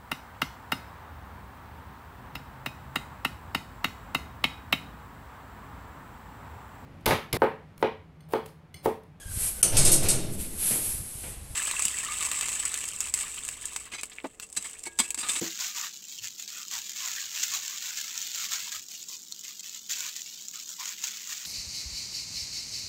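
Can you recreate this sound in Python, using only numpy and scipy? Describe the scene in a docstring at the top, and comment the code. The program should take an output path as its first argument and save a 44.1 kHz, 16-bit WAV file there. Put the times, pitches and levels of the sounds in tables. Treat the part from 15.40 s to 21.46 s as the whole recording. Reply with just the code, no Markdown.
"""Gloved hands cutting stems

A kitchen, microphone close to hands in thin plastic gloves that pull a small knife along green stems.
The film buckles in thousands of tiny clicks, deeper when large folds move; creases and fibres snap,
and glove folds or blade rasp briefly. A dull knock rings the room at the start, low hum behind."""
import sys
import numpy as np
from scipy import signal
from scipy.io import wavfile
from scipy.ndimage import uniform_filter1d

SR = 44100
rng = np.random.default_rng(int(sys.argv[2]) if len(sys.argv) > 2 else 0)


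def master_out(mix):
    """Clip the mix to full scale and print it as 16-bit PCM to the path in sys.argv[1]."""
    frames = np.transpose(np.atleast_2d(mix))
    ceiling = np.clip(frames, -1, 1)
    pcm = np.round(ceiling * 32767).astype(np.int16)
    wavfile.write(sys.argv[1], SR, pcm)


N = 267246
TIME = np.arange(N) / SR

# the gloves never quite rest: thin and faint holding the stem for a cut, fuller turning it over
# t/s, level/dB, lowest fold resonance f/Hz
GRIP_LEVELS = [(0.0, -42.0, 1760), (0.45, -42.5, 1440), (0.55, -49.0, 2940), (1.4, -44.0, 2750),
               (1.65, -40.5, 1460), (2.25, -39.5, 1422), (3.35, -40.5, 1499), (3.47, -48.0, 3240),
               (4.43, -47.5, 3380), (4.65, -44.0, 2159), (5.35, -45.5, 3610), (5.45, -43.0, 1520),
               (6.06, -41.5, 1530)]
# one rustle for each push or regrip of the fingers: t/s, hold/s, level/dB, fold resonance f/Hz
FINGER_RUSTLES = [(0, 0.077, -35.5, 700), (0.09, 0.057, -42.0, 1620), (0.178, 0.12, -34.5, 990),
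                  (0.335, 0.13, -34.5, 780), (0.513, 0.056, -46.0, 2110), (0.673, 0.11, -44.5, 2650),
                  (0.814, 0.058, -38.0, 1581), (0.972, 0.055, -41.5, 1593), (1.065, 0.16, -43.5, 833),
                  (1.296, 0.096, -35.5, 840), (1.54, 0.18, -39.5, 1095), (1.734, 0.087, -37.0, 1420),
                  (1.929, 0.22, -35.5, 1455), (2.004, 0.033, -30.5, 1276), (2.109, 0.051, -31.5, 824),
                  (2.2, 0.079, -41, 1248), (2.397, 0.09, -37.5, 1160), (2.542, 0.11, -37.5, 1610),
                  (2.778, 0.12, -38.5, 2092), (2.92, 0.14, -35.5, 1380), (3.097, 0.06, -31.5, 1185),
                  (3.174, 0.096, -39.5, 1490), (3.308, 0.059, -37.0, 970), (3.484, 0.14, -43.5, 2460),
                  (3.664, 0.095, -40.5, 2670), (4.014, 0.098, -44, 1450), (4.224, 0.085, -42, 1596),
                  (4.317, 0.056, -42, 1279), (4.481, 0.058, -31.5, 1340), (4.541, 0.15, -37.5, 1189),
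                  (4.742, 0.087, -44.5, 1790), (5.115, 0.097, -44.0, 1206), (5.264, 0.071, -41.5, 2865),
                  (5.377, 0.15, -38.0, 890), (5.613, 0.071, -34.5, 1251), (5.881, 0.055, -37.5, 1282)]
# colour of the crinkling film: f/Hz, level/dB
FILM_SPECTRUM = [(250, -18), (500, -10.5), (1000, -7.5), (2000, -7.5), (3400, -4), (5000, -3.5),
                 (6000, -1.5), (6900, 2), (7500, -1), (9200, -21), (10800, -19), (11400, -21), (13000, -12),
                 (15400, -9.5)]
# folds radiate little below their resonance: f/resonance, level/dB
FOLD_SPECTRUM = [(.25, -16.5), (.5, -17.5), (.7, -12), (.85, -9.5), (1.02, -3), (1.25, -3), (1.7, 0),
                 (3, -0.5)]
# air pockets colour most around the lowest resonance: f/resonance, ripple depth/dB
POCKET_RIPPLE = [(.5, 5), (1, 5.3), (1.5, 3.5), (2.2, 1.3), (4, .4)]
# the loudest snaps of creases and fibres: t/s, level/dB, ring f/Hz, decay/s
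LOUD_SNAPS = [(0.2077, -25.5, 5370, 0.0035), (0.527, -39, 6500, 0.002), (0.698, -42, 6550, .002),
              (0.7858, -29.5, 6450, 0.00093), (0.997, -31.5, 6800, 0.0025), (1.023, -31, 6500, .0018),
              (1.077, -30, 4650, .002), (1.1854, -33, 6400, .0017), (1.494, -25.5, 7000, 0.0018),
              (1.659, -24.5, 7150, .0018), (1.805, -28, 6850, 0.0014), (2.021, -28, 6570, 0.0025),
              (2.033, -20, 6470, .0043), (2.137, -26, 7140, .0024), (2.7771, -19, 5900, 0.0011),
              (2.8162, -24, 6390, 0.0016), (2.947, -29, 5700, 0.0017), (3.552, -37, 6800, 0.0017),
              (3.6015, -35.5, 3930, 0.0018), (3.685, -35, 7110, 0.0033), (3.767, -32, 6645, 0.0011),
              (3.923, -22.5, 4360, .0012), (3.992, -32, 6950, 0.0021), (4.081, -29, 6436, .0016),
              (4.1944, -33.5, 7154, 0.0049), (4.346, -34, 7080, 0.0028), (4.444, -41, 6755, 0.001),
              (4.495, -29, 6200, 0.0025), (4.5116, -24, 7123, 0.0026), (4.5196, -24, 7163, 0.0017),
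              (4.6054, -24, 6940, .0021), (4.7633, -26.5, 6760, 0.0017), (4.8184, -26, 6390, 0.0012),
              (5.0838, -25, 7100, 0.00062), (5.156, -28.5, 7400, 0.0021), (5.639, -23, 6560, 0.0048),
              (5.771, -30, 4990, .002), (6.0506, -32, 4695, 0.0047)]
# short pitched rasps of glove folds or blade: t/s, length/s, level/dB, resonance f/Hz
HOLLOW_RASPS = [(0.342, .16, -46, 1180), (0.613, 0.056, -55, 2870), (0.768, 0.043, -46, 2950),
                (1.14, 0.15, -56, 1284), (1.572, 0.15, -54, 1060), (1.754, 0.071, -40.5, 1820),
                (2.101, 0.071, -48.5, 1116), (2.714, 0.22, -64, 1445), (2.95, 0.12, -52, 1411),
                (3.255, 0.041, -49.5, 991), (3.51, 0.083, -59, 2846), (3.581, .099, -65, 2740),
                (3.665, 0.09, -62.5, 1037), (5.122, 0.088, -55, 1322), (5.244, .14, -61.5, 1420),
                (5.375, 0.086, -45.5, 1023)]
# soft bumps of the hands: t/s, length/s, level/dB
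HAND_BUMPS = [(0.775, 0.13, -61.5), (1.296, 0.16, -70), (1.80, 0.13, -77), (2.073, 0.12, -68),
              (3.175, 0.11, -70), (3.332, 0.092, -68)]
# low room modes ringing after a dull knock: f/Hz, level/dB, t60/s
KNOCK_MODES = [(179, -26, 0.079), (248, -35.5, 0.15), (331, -29, 0.16), (433, -32, 0.13), (602, -37.5, .08),
               (650, -46, 0.13)]
# reverberation of the kitchen: f/Hz, t60/s
KITCHEN_DECAY = [(300, 0.22), (1500, 0.14), (6000, 0.099), (15000, 0.013)]
# colour of the room hum: f/Hz, level/dB
HUM_SPECTRUM = [(25, -48), (60, -15.5), (100, -11), (135, -6), (178, -0.5), (215, 1.5), (250, -2),
                (290, -4.5), (335, -2.5), (450, -10.5), (700, -24.5), (1500, -10), (6000, -33.5)]


def amp(db):
    """Decibels to gain."""
    return 10 ** (np.asarray(db) / 20)


def unit_rms(x):
    """Scales to rms 1."""
    return x / np.sqrt(np.mean(x ** 2) + 1e-20)


def curve_at(points, hz):
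    """Reads a curve on a log-frequency axis."""
    f, value = np.transpose(points)
    return np.interp(np.log(hz + 1), np.log(f + 1), value)


def add(mix, start_s, sound):
    """Mixes a sound in at its start time."""
    part = mix[max(round(start_s * SR), 0):][:len(sound)]
    part += sound[:len(part)]


def colour(x, spectrum):
    """Minimum-phase filter with the given spectrum."""
    log_gain = np.log(amp(curve_at(spectrum, abs(np.fft.fftfreq(4096, 1 / SR)))))
    taps = np.fft.ifft(np.exp(np.conj(signal.hilbert(log_gain)))).real[:2048]
    return signal.oaconvolve(x, taps)[:len(x)]


def band(x, low_hz, high_hz, order=2):
    """Butterworth band-pass."""
    return signal.sosfilt(signal.butter(order, [low_hz, high_hz], "band", fs=SR, output="sos"), x)


def clicks(per_s, spread_db, max_spreads):
    """Random impulses, many small and a few large."""
    size = amp(spread_db * np.minimum(rng.exponential(1, N), max_spreads))
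    return size * rng.choice([-1, 1], N) * (rng.random(N) < per_s / SR)


def gloves():
    """Right at the microphone: crinkle and snaps, deepened by large folds, coloured by air pockets."""
    level_db, fold_hz = hand_motion()
    film = crinkle(level_db) + snaps(list(LOUD_SNAPS) + lesser_snap_rows(level_db))
    hz, t, spectra = signal.stft(film, SR, nperseg=512, noverlap=384)
    multiple = hz[:, None] / np.interp(t, TIME, fold_hz)
    pockets = uniform_filter1d(rng.standard_normal(spectra.shape), size=2, axis=0)
    pockets = uniform_filter1d(pockets, size=22, axis=1)  # the pockets shift gradually
    pockets = unit_rms(pockets - uniform_filter1d(pockets, size=7, axis=0))  # peaks between hollows
    ripple_db = curve_at(POCKET_RIPPLE, multiple) * np.minimum(pockets, 1.6)
    spectra = spectra * amp(curve_at(FOLD_SPECTRUM, multiple) + ripple_db)
    return signal.istft(spectra, SR, nperseg=512, noverlap=384)[1][:N]


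def hand_motion(attack_s=.028, release_s=.025, sag_db=2.0, waver_s=.035, waver_db=1.0, waver_oct=.17):
    """Level/dB and fold resonance/Hz over time: rustles add to the grip, the loudest leads the pitch."""
    grip_s, grip_db, grip_hz = np.transpose(GRIP_LEVELS)
    power = amp(np.interp(TIME, grip_s, grip_db)) ** 2
    weighted_octave = power * np.interp(TIME, grip_s, np.log2(grip_hz))
    t = np.arange(SR // 2) / SR
    for start, hold, db, hz in FINGER_RUSTLES:
        envelope = np.minimum(t / attack_s, 1) * np.exp(-np.maximum(t - hold, 0) / release_s)
        rustle_power = (envelope * amp(db - sag_db * np.minimum(t / hold, 1))) ** 2
        add(power, start, rustle_power)
        add(weighted_octave, start, rustle_power * np.log2(hz))
    # the fingers move unevenly: a harder push is louder and moves larger, deeper folds
    push = np.interp(TIME / waver_s, np.arange(1024), rng.standard_normal(1024))
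    level_db = 10 * np.log10(power) + waver_db * push
    fold_hz = 2 ** (weighted_octave / power - waver_oct * push)
    return level_db, fold_hz


def crinkle(level_db):
    """The small clicks in the colour of the film, as loud as the hands are vigorous."""
    film = colour(facets(level_db), FILM_SPECTRUM)
    treble_rms = np.std(band(film, 4100, 13000, order=3))
    return film / treble_rms * amp(level_db - 0.23)


def facets(level_db, slide_gain=.62, clump_db=0.2):
    """Facets of all sizes buckle over the hiss of film sliding on film."""
    pace = np.interp(level_db, [-47, -33], [.35, 1])  # brisk hands: denser clicks, more sliding
    train = clicks(per_s=1900, spread_db=3.0, max_spreads=3.84) * (rng.random(N) < pace)
    pitch_hz = rng.uniform(958, 15080, N)
    onsets = np.flatnonzero(train)
    grains = train[onsets, None] * buckle(pitch_hz[onsets, None])
    positions = onsets[:, None] + np.arange(grains.shape[1])
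    crackle = np.bincount(positions.ravel(), grains.ravel(), N)[:N]
    clumps = unit_rms(uniform_filter1d(rng.standard_normal(N), size=300))  # film gives way in fits
    hiss = slide_gain * pace * rng.standard_normal(N)
    crush = (unit_rms(crackle) + hiss) * amp(clump_db * np.minimum(clumps, 1.5))
    return crush / np.sqrt(uniform_filter1d(crush ** 2, size=2000))  # held even: the hands set the level


def buckle(hz, cycles=9.1, flutter_s=0.0017, ring_gain=0.48):
    """A facet of film flips: a few cycles at its own pitch and a brief flutter of the film around it."""
    t = np.arange(256) / SR
    tone = np.sin(2 * np.pi * hz * t) * np.exp(-t * hz / cycles)
    flutter = rng.standard_normal(tone.shape) * np.exp(-t / flutter_s)
    return ring_gain * tone / tone.std(axis=-1, keepdims=True) + unit_rms(flutter)


def snaps(rows, rise_s=.00035, ring_q=10, ring_gain=0.48):
    """A taut crease or a fibre lets go: a burst of flutter, partly ringing at the pitch of the crease."""
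    out, t = np.zeros(N), np.arange(1024) / SR
    for start, db, hz, decay_s in rows:
        flutter = rng.standard_normal(len(t))
        tone = unit_rms(signal.lfilter(*signal.iirpeak(hz, ring_q, fs=SR), flutter))
        envelope = (1 - np.exp(-t / rise_s)) * np.exp(-t / decay_s)
        burst = colour((unit_rms(flutter) + ring_gain * tone) * envelope, FILM_SPECTRUM)
        burst *= np.sqrt(decay_s * SR / np.sum(burst ** 2))
        add(out, start, amp(db - 1.8) * burst)
    return out


def lesser_snap_rows(level_db, count=40, snap_db=-30.5, usual_db=-45.5, hz=6980, decay_s=0.00081):
    """Lesser snaps come at random moments and grow with the vigour of the hands."""
    when, pitch, length = rng.random((count, 3)).T
    starts = when * N / SR
    vigour_db = np.interp(starts, TIME, level_db) - usual_db
    db = snap_db + 0.9 * vigour_db + 0.5 * rng.standard_normal(count)
    return list(zip(starts, db, hz * (.9 + .2 * pitch), decay_s * (.5 + length)))


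def hollow_rasps():
    """Glove folds or blade stick and slip, each time a short rasp around one resonance."""
    out = np.zeros(N)
    slips = clicks(per_s=500, spread_db=3.5, max_spreads=2.5)
    for start, length, db, hz in HOLLOW_RASPS:
        resonance = band(slips, hz * 0.925, hz * 1.08)
        rasp = unit_rms(resonance[round(start * SR):][:round(length * SR)])
        add(out, start, amp(db) * rasp * signal.windows.hann(len(rasp)))
    return out


def knock(start_s=.014, rise_s=0.0021, puff_db=-36, puff_s=0.023):
    """A dull knock: a short puff of noise, and low room modes ring after it."""
    out, t = np.zeros(N), np.arange(SR // 2) / SR
    ring = sum(amp(db - 60 * t / t60) * np.sin(2 * np.pi * hz * t) for hz, db, t60 in KNOCK_MODES)
    puff = unit_rms(band(rng.standard_normal(len(t)), 194, 570)) * amp(puff_db) * np.exp(-t / puff_s)
    attack = 1 - np.exp(-t / rise_s)
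    add(out, start_s, band((ring + puff) * attack, 95, 2000))
    return out


def hand_bumps():
    """The moving hands push a little air and nudge the plate."""
    out = np.zeros(N)
    rumble = band(rng.standard_normal(N), 53, 130)
    for start, length, db in HAND_BUMPS:
        bump = unit_rms(rumble[round(start * SR):][:round(length * SR)])
        add(out, start, amp(db) * bump * signal.windows.hann(len(bump)))
    return out


def kitchen(direct, tail_count=6, tails_per_s=14):
    """The hands keep moving, so the pattern of reflections fades from one tail to the next."""
    position = TIME * tails_per_s
    offset = abs((position - np.arange(tail_count)[:, None] + 1) % tail_count - 1)
    crossfades = np.cos(np.pi / 2 * np.minimum(offset, 1))
    return sum(signal.oaconvolve(direct * fade, reflections())[:N] for fade in crossfades)


def reflections(per_s=3000, gap_s=.003):
    """A short tail of sparse reflections reaches the microphone, each band dying at its own speed."""
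    taps = rng.standard_normal(SR // 2) * (rng.random(SR // 2) < per_s / SR)
    taps[:round(gap_s * SR)] = 0
    hz, t, spectra = signal.stft(taps, SR, nperseg=256)
    decay = amp(-60 * t / curve_at(KITCHEN_DECAY, hz)[:, None])
    tail = signal.istft(spectra * decay, SR, nperseg=256)[1]
    return tail / np.linalg.norm(tail)


def room_hum(level_db=-67.5):
    """Room tone: steady low noise, far below the hands."""
    return amp(level_db) * unit_rms(colour(rng.standard_normal(N), HUM_SPECTRUM))


def scene(reflections_db=-15):
    """One microphone: the handling up close, a knock, the kitchen's reflections and hum behind."""
    direct = gloves() + hollow_rasps() + hand_bumps() + knock()
    return (direct + amp(reflections_db) * kitchen(direct) + room_hum())[None]


def record(dry):
    """The recorder's band limit takes off the highest treble."""
    low_pass = signal.firwin(511, cutoff=15750, window=("kaiser", 9), fs=SR)
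    return signal.oaconvolve(dry, low_pass[None], "same")


dry = scene()
out = record(dry)
master_out(out)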